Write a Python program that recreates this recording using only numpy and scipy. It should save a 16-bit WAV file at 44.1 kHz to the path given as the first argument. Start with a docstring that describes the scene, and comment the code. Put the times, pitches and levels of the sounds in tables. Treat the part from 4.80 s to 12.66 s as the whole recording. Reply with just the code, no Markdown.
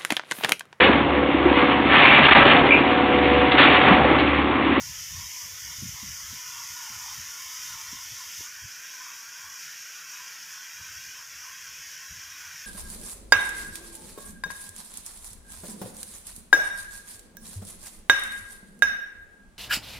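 """A bright hiss of fire hoses, with wind buffeting the microphone, heard from a moored ship's deck. The jets
break into fine drops over a steel jetty beside a river; heavier drops splash, and sheets of falling water roar
in swells. Machinery hums faintly over a low, far-off rush. Partway through, the sound changes at once and the
hiss turns softer."""
import sys
import numpy as np
from scipy import signal
from scipy.fft import rfft, irfft, next_fast_len
from scipy.io import wavfile
from scipy.ndimage import map_coordinates

SR = 44100
rng = np.random.default_rng(int(sys.argv[2]) if len(sys.argv) > 2 else 0)


def to_wav(s):
    """Save 16-bit WAV."""
    ch = np.atleast_2d(s).T  # columns
    pcm = np.round(np.clip(ch, -1, 1) * 32767)  # PCM
    wavfile.write(sys.argv[1], SR, pcm.astype(np.int16))


N = 346626
TIME = np.arange(N) / SR
SLOW_TIME = np.arange(0, N / SR + .002, .001)  # millisecond grid for envelopes
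SWITCH_S = 3.665


def undb(db):
    """The decibel law: amplitude grows tenfold every 20 dB."""
    return 10 ** (np.asarray(db) / 20)

def unit(x):
    """Normalisation to an rms of 1."""
    return x / np.sqrt(np.mean(x ** 2))

def curve(rows):
    """Linear interpolation through (time, value) points."""
    return np.interp(TIME, *np.transpose(rows))

def upsample(envelope):
    """Linear interpolation from the millisecond grid to the sample rate."""
    return np.interp(TIME, SLOW_TIME, envelope)

def bump(t, length_s, rise_share=.5):
    """A Gaussian pulse of height 1 at time t, skewed by the share of its length spent rising."""
    age = (SLOW_TIME - t) / length_s
    return np.exp(-np.maximum(-age / rise_share, age / (1 - rise_share)) ** 2)

def walk(rate):
    """Smooth random modulation with spread near 1, changing about rate times a second."""
    knots = rng.standard_normal(4096)
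    coarse = map_coordinates(knots, [TIME[::32] * rate], order=3, mode="wrap")
    return np.interp(TIME, TIME[::32], coarse)

def colour(x, spectrum):
    """Spectral shaping to rms 1, with skirts of 90 dB per octave beyond the outline's ends."""
    size = next_fast_len(N)
    hz, db = np.transpose(spectrum)
    octave, knots = np.log2(np.fft.rfftfreq(size, 1 / SR) + 1), np.log2(hz)
    beyond = np.abs(octave - np.clip(octave, knots[0], knots[-1]))
    gain = undb(np.interp(octave, knots, db) - 90 * beyond)
    return unit(irfft(rfft(x, size) * gain, size)[:N])

def switch():
    """A 20 ms crossfade: 0 before the change, 1 after it."""
    return np.clip((TIME - SWITCH_S) / .02 + .5, 0, 1)

def two_colours(x, before, after):
    """Two colours: the spectrum heard switches from one outline to the other at the change."""
    return (1 - switch()) * colour(x, before) + switch() * colour(x, after)

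def reflection(x, lag_s, wander_s, share, rate):
    """Comb filtering: an echo whose path wanders with the spray makes shifting peaks and dips."""
    delayed = np.arange(N) - SR * (lag_s + wander_s * walk(rate))
    return unit(x + share * map_coordinates(x, [delayed], order=3, mode="mirror"))

def spray(drops_per_s, spread_db, drops_db):
    """Shot noise from drop impacts of uneven size, over the Gaussian noise of mist."""
    hits = rng.random(N) < drops_per_s / SR
    sizes = undb(spread_db * np.minimum(rng.exponential(size=N), 5))
    drops = hits * sizes * rng.choice([-1, 1], N)
    return unit(rng.standard_normal(N) + undb(drops_db) * unit(drops))


# Spectrum of the far-off rush: f/Hz, relative level/dB
RUSH_SPECTRUM = [(25, -28), (70, -13), (150, 3.5), (200, 0), (300, 3), (390, -2), (480, 2.5), (600, 0.5),
                 (780, 3.5), (1300, -5.5), (3000, -15)]
# Spectral lines of the machinery: f/Hz, level/dB, width/Hz
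HUM_LINES = [(152, -79, 18), (495, -84, 12), (1079, -70, 14), (2201, -72, 4)]

def riverside():
    """Line broadening: machinery tones waver in pitch and level over a low, far-off rush."""
    sound = colour(rng.standard_normal(N), RUSH_SPECTRUM) * undb(np.where(TIME < SWITCH_S, -68, -69.5))
    for hz, db, width_hz in HUM_LINES:
        phase = 2 * np.pi * np.cumsum(hz + width_hz / 2 * walk(25)) / SR
        sound += unit(np.sin(phase) * undb(5.5 * walk(13))) * undb(db)
    return sound


# Spectrum of wind on the microphone: f/Hz, relative level/dB
WIND_SPECTRUM = [(20, -23), (40, -10.5), (60, -3), (82, 4.5), (115, -3), (160, -6), (195, -17.5),
                 (250, -20), (320, -33), (600, -39)]
# Light breeze with a calm in the middle: t/s, level/dB
BREEZE = [(0, -60), (1.3, -61), (1.8, -65.5), (3.5, -68), (4.0, -77), (5.85, -82.5), (6.05, -65),
          (6.6, -71), (7.85, -70)]
# Gusts: t/s, length/s, peak level/dB
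GUSTS = [(0.034, 0.24, -44), (0.36, 0.17, -46.5), (0.638, .06, -51), (.88, .07, -51), (1.04, .14, -41),
         (1.27, 0.083, -43.5), (1.433, .04, -48), (1.523, 0.085, -49), (1.917, 0.057, -56),
         (2.14, 0.076, -53), (2.38, 0.13, -55), (2.922, 0.066, -50.5), (3.12, 0.12, -54),
         (3.32, 0.045, -56), (3.596, .04, -55.5), (3.84, .06, -51), (4.648, 0.11, -68.5),
         (6.013, 0.049, -57), (6.134, .12, -60), (7.0, 0.037, -60.5), (7.336, .08, -48.5)]
# Single strong eddies: t/s, peak level/dB, upper band edge f/Hz
EDDIES = [(1.029, -30, 295), (1.055, -35, 230), (1.085, -34.5, 190), (1.234, -38, 260), (1.528, -43, 280),
          (2.105, -50, 290), (2.385, -44, 208.9), (3.128, -41, 337), (3.150, -47, 280), (3.607, -45, 650),
          (3.846, -44, 156)]

def wind():
    """Turbulent pressure on the microphone: breeze and gusts flutter in puffs, single eddies thump."""
    puffs = colour(rng.standard_normal(N), WIND_SPECTRUM)
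    puffs = unit(puffs * undb(3.5 * np.minimum(walk(rate=28), 1)))
    breeze = undb(curve(BREEZE) + 3 * np.minimum(walk(rate=14), 1))
    gust_power = sum((undb(db) * bump(t, length_s, rise_share=.37)) ** 2 for t, length_s, db in GUSTS)
    rumble = puffs * np.sqrt(breeze ** 2 + upsample(gust_power))
    rise_s, fall_s = .0024, .0076
    age = np.arange(-SR // 20, SR // 10) / SR
    for t, peak_db, edge_hz in EDDIES:
        push = rng.standard_normal(len(age)) * np.exp(-np.maximum(-age / rise_s, age / fall_s))
        band = signal.butter(3, [85, edge_hz], "bandpass", fs=SR, output="sos")
        thump = signal.sosfiltfilt(band, push)
        start = int((t + age[0]) * SR)
        rumble[start:start + len(age)] += undb(peak_db) * thump / np.abs(thump).max()
    return rumble


# Lower resonance, then the upper one before and after the change: f/Hz, relative level/dB
LOWER_SPECTRUM = [(770, -24), (840, -11), (920, 1), (1010, 5.5), (1095, 5), (1165, 0.5), (1260, -7)]
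UPPER_BEFORE = [(1150, -29), (1260, 4), (1310, 0.5), (1420, 8), (1500, 5.5), (1630, -1.5), (1750, -9)]
UPPER_AFTER = [(1150, -18), (1300, -9.5), (1430, -4), (1520, 0.5), (1640, -1.5), (1750, -10.5)]
# Slow envelopes of the two resonances: t/s, level/dB
LOWER_BED = [(0, -66), (1.1, -65), (1.55, -56.5), (2.4, -56.5), (3.1, -56), (3.35, -64), (5.0, -67),
             (6.1, -64), (7.85, -65.5)]
UPPER_LEVEL = [(0, -57), (.25, -58), (.53, -62.5), (.8, -54.5), (1.25, -57.5), (1.72, -54), (2.53, -52),
               (2.65, -62), (2.79, -51), (3.25, -56), (3.58, -56), (3.7, -51.5), (4.7, -51), (6.1, -52),
               (6.7, -53.5), (7.45, -53), (7.6, -49), (7.85, -55)]
# Swells of the lower resonance as sheets of water come down: t/s, length/s, peak level/dB
SWELLS = [(.06, .14, -58), (.4, 0.089, -51.5), (.63, 0.17, -55), (.9, .07, -57), (1.196, 0.085, -51.5),
          (1.798, 0.17, -51.5), (2.098, .2, -50), (2.27, .14, -48.5), (2.678, 0.31, -54.5),
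          (3.013, .16, -54.5), (3.208, 0.071, -55.5), (3.43, .08, -56), (3.647, .08, -56), (3.79, .06, -59),
          (4.302, .28, -53.5), (4.672, .2, -55.5), (5.406, .18, -55.5), (5.78, 0.15, -58.5),
          (6.019, 0.082, -57.5), (6.397, .06, -53.5), (6.71, 0.13, -54), (7.6, .16, -61)]

def roar():
    """Resonance: falling water excites two hollow bands; the lower sinks in pitch as it grows louder."""
    swell_power = sum(undb(db) ** 2 * bump(t, length_s) for t, length_s, db in SWELLS)
    lower_db = 10 * np.log10(undb(curve(LOWER_BED)) ** 2 + upsample(swell_power))
    rush = reflection(rng.standard_normal(N), lag_s=.004, wander_s=.0005, share=.4, rate=6)
    sag_per_db, sag_above_db = .009, -53
    pitch_ratio = 1 - sag_per_db * np.maximum(lower_db - sag_above_db, 0) + .012 * walk(8)
    lower = map_coordinates(colour(rush, LOWER_SPECTRUM), [np.cumsum(pitch_ratio)], order=3, mode="mirror")
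    upper = two_colours(rush, UPPER_BEFORE, UPPER_AFTER)
    return lower * undb(lower_db) + upper * undb(curve(UPPER_LEVEL))


# Surges and lulls of the jets: t/s, length/s, change of hiss level/dB
SURGES = [(.59, 0.15, 0.5), (.74, .08, -1), (2.827, .24, 1.4), (3.21, .1, -.8), (3.601, .14, 1.3),
          (3.84, .1, -1), (4.32, .12, .9), (4.478, .18, -1.4), (4.83, 0.1, 1.6), (5.25, .1, -1.3),
          (5.36, .12, 1), (6.47, .18, -.9), (7.05, .14, .9), (7.63, 0.11, 1)]

def jet_levels():
    """Amplitude modulation by uneven flow: hiss and splash, in dB, surge together and drop at the change."""
    surge_db = upsample(sum(db * bump(t, length_s) for t, length_s, db in SURGES))
    drift_db = -.33 * TIME  # the jets sweep slowly away
    hiss_db = -39 + drift_db - 2.7 * switch() + .15 * walk(rate=7.9) + surge_db
    splash_db = -47.3 - 1.4 * switch() + .3 * walk(rate=7.9) + 1.2 * surge_db
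    return hiss_db, splash_db


# Splash spectra before and after the change: f/Hz, relative level/dB
SPLASH_BEFORE = [(1550, -28), (1720, 2.5), (1900, 2.5), (2210, 2), (2570, -2), (3100, 2.5), (3600, -2),
                 (4050, -7), (4600, -21)]
SPLASH_AFTER = [(1500, -13), (1660, -6.5), (1850, 0), (2130, -5.5), (2420, -0.5), (2880, -5.5), (3300, -4),
                (3560, -11), (3800, -9.5), (4100, -19)]

def splash(level_db):
    """Impact noise: heavier drops land on the jetty and the river."""
    drops = spray(drops_per_s=2000, spread_db=1.5, drops_db=-9)
    drops = reflection(drops, lag_s=.0024, wander_s=.00025, share=.2, rate=7)
    return two_colours(drops, SPLASH_BEFORE, SPLASH_AFTER) * undb(level_db)


# Hiss spectra before and after the change: f/Hz, relative level/dB
HISS_BEFORE = [(3700, -34), (4100, -18.5), (4450, -12), (5000, -3), (5800, 1), (6300, -1), (7050, -4),
               (7600, -11.5), (8300, -15.5), (11500, -14.5), (13100, -12), (14400, -13.5), (15400, -17.5)]
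HISS_AFTER = [(3700, -26), (4100, -17.5), (4500, -11), (5050, -4), (5750, 1), (6300, -2.5), (6900, -4.5),
              (7500, -12), (8200, -17.5), (10900, -17), (12400, -13.5), (14200, -15.5), (15400, -18.5)]

def nozzles(level_db):
    """Atomisation: the jets tear into fine drops with a bright hiss that sputters slightly."""
    mist = spray(drops_per_s=3500, spread_db=2.5, drops_db=-6)
    sputter_db = .44 * walk(22) + .28 * walk(170)
    return two_colours(mist, HISS_BEFORE, HISS_AFTER) * undb(level_db + sputter_db)


# Depth of flicker across the spectrum: f/Hz, spread of level/dB
FLICKER_DEPTH = [(600, 2.0), (900, 2.8), (1030, 1.6), (1230, 3.4), (1550, 1.7), (2200, 1.8), (2750, 2.3),
                 (3200, 1.6), (3600, 3.8), (4200, 4.5), (4800, 1.6), (6000, .9), (14000, .7)]

def flicker(x, spacing_hz, rate):
    """Patchy flicker: narrow bands dip and swell at random, deepest near 4 kHz."""
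    hz, t, spectra = signal.stft(x, SR, nperseg=1024, noverlap=768)
    grid = np.meshgrid(hz / spacing_hz, t * rate, indexing="ij")
    field = map_coordinates(rng.standard_normal((256, 256)), grid, order=2, mode="wrap")
    depth_db = np.interp(hz, *np.transpose(FLICKER_DEPTH))[:, None]
    gain = undb(depth_db * np.minimum(field, 1.3))  # dips go deeper than swells rise
    gain /= np.sqrt(np.mean(gain ** 2, axis=1, keepdims=True))  # each band keeps its mean power
    return signal.istft(spectra * gain, SR, nperseg=1024, noverlap=768)[1][:N]

def scene():
    """Superposition of the distant sounds, with flicker added, and the close wind, alike in both ears."""
    hiss_db, splash_db = jet_levels()
    distant = nozzles(hiss_db) + splash(splash_db) + roar() + riverside()
    mono = flicker(distant, spacing_hz=149.6, rate=13) + wind()
    return np.array([mono, mono])

def record(dry):
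    """Band limiting: an elliptic low-pass cuts steeply above 15550 Hz."""
    return signal.sosfilt(signal.ellip(12, .1, 70, 15550, fs=SR, output="sos"), dry)


dry = scene()
out = record(dry)
to_wav(out)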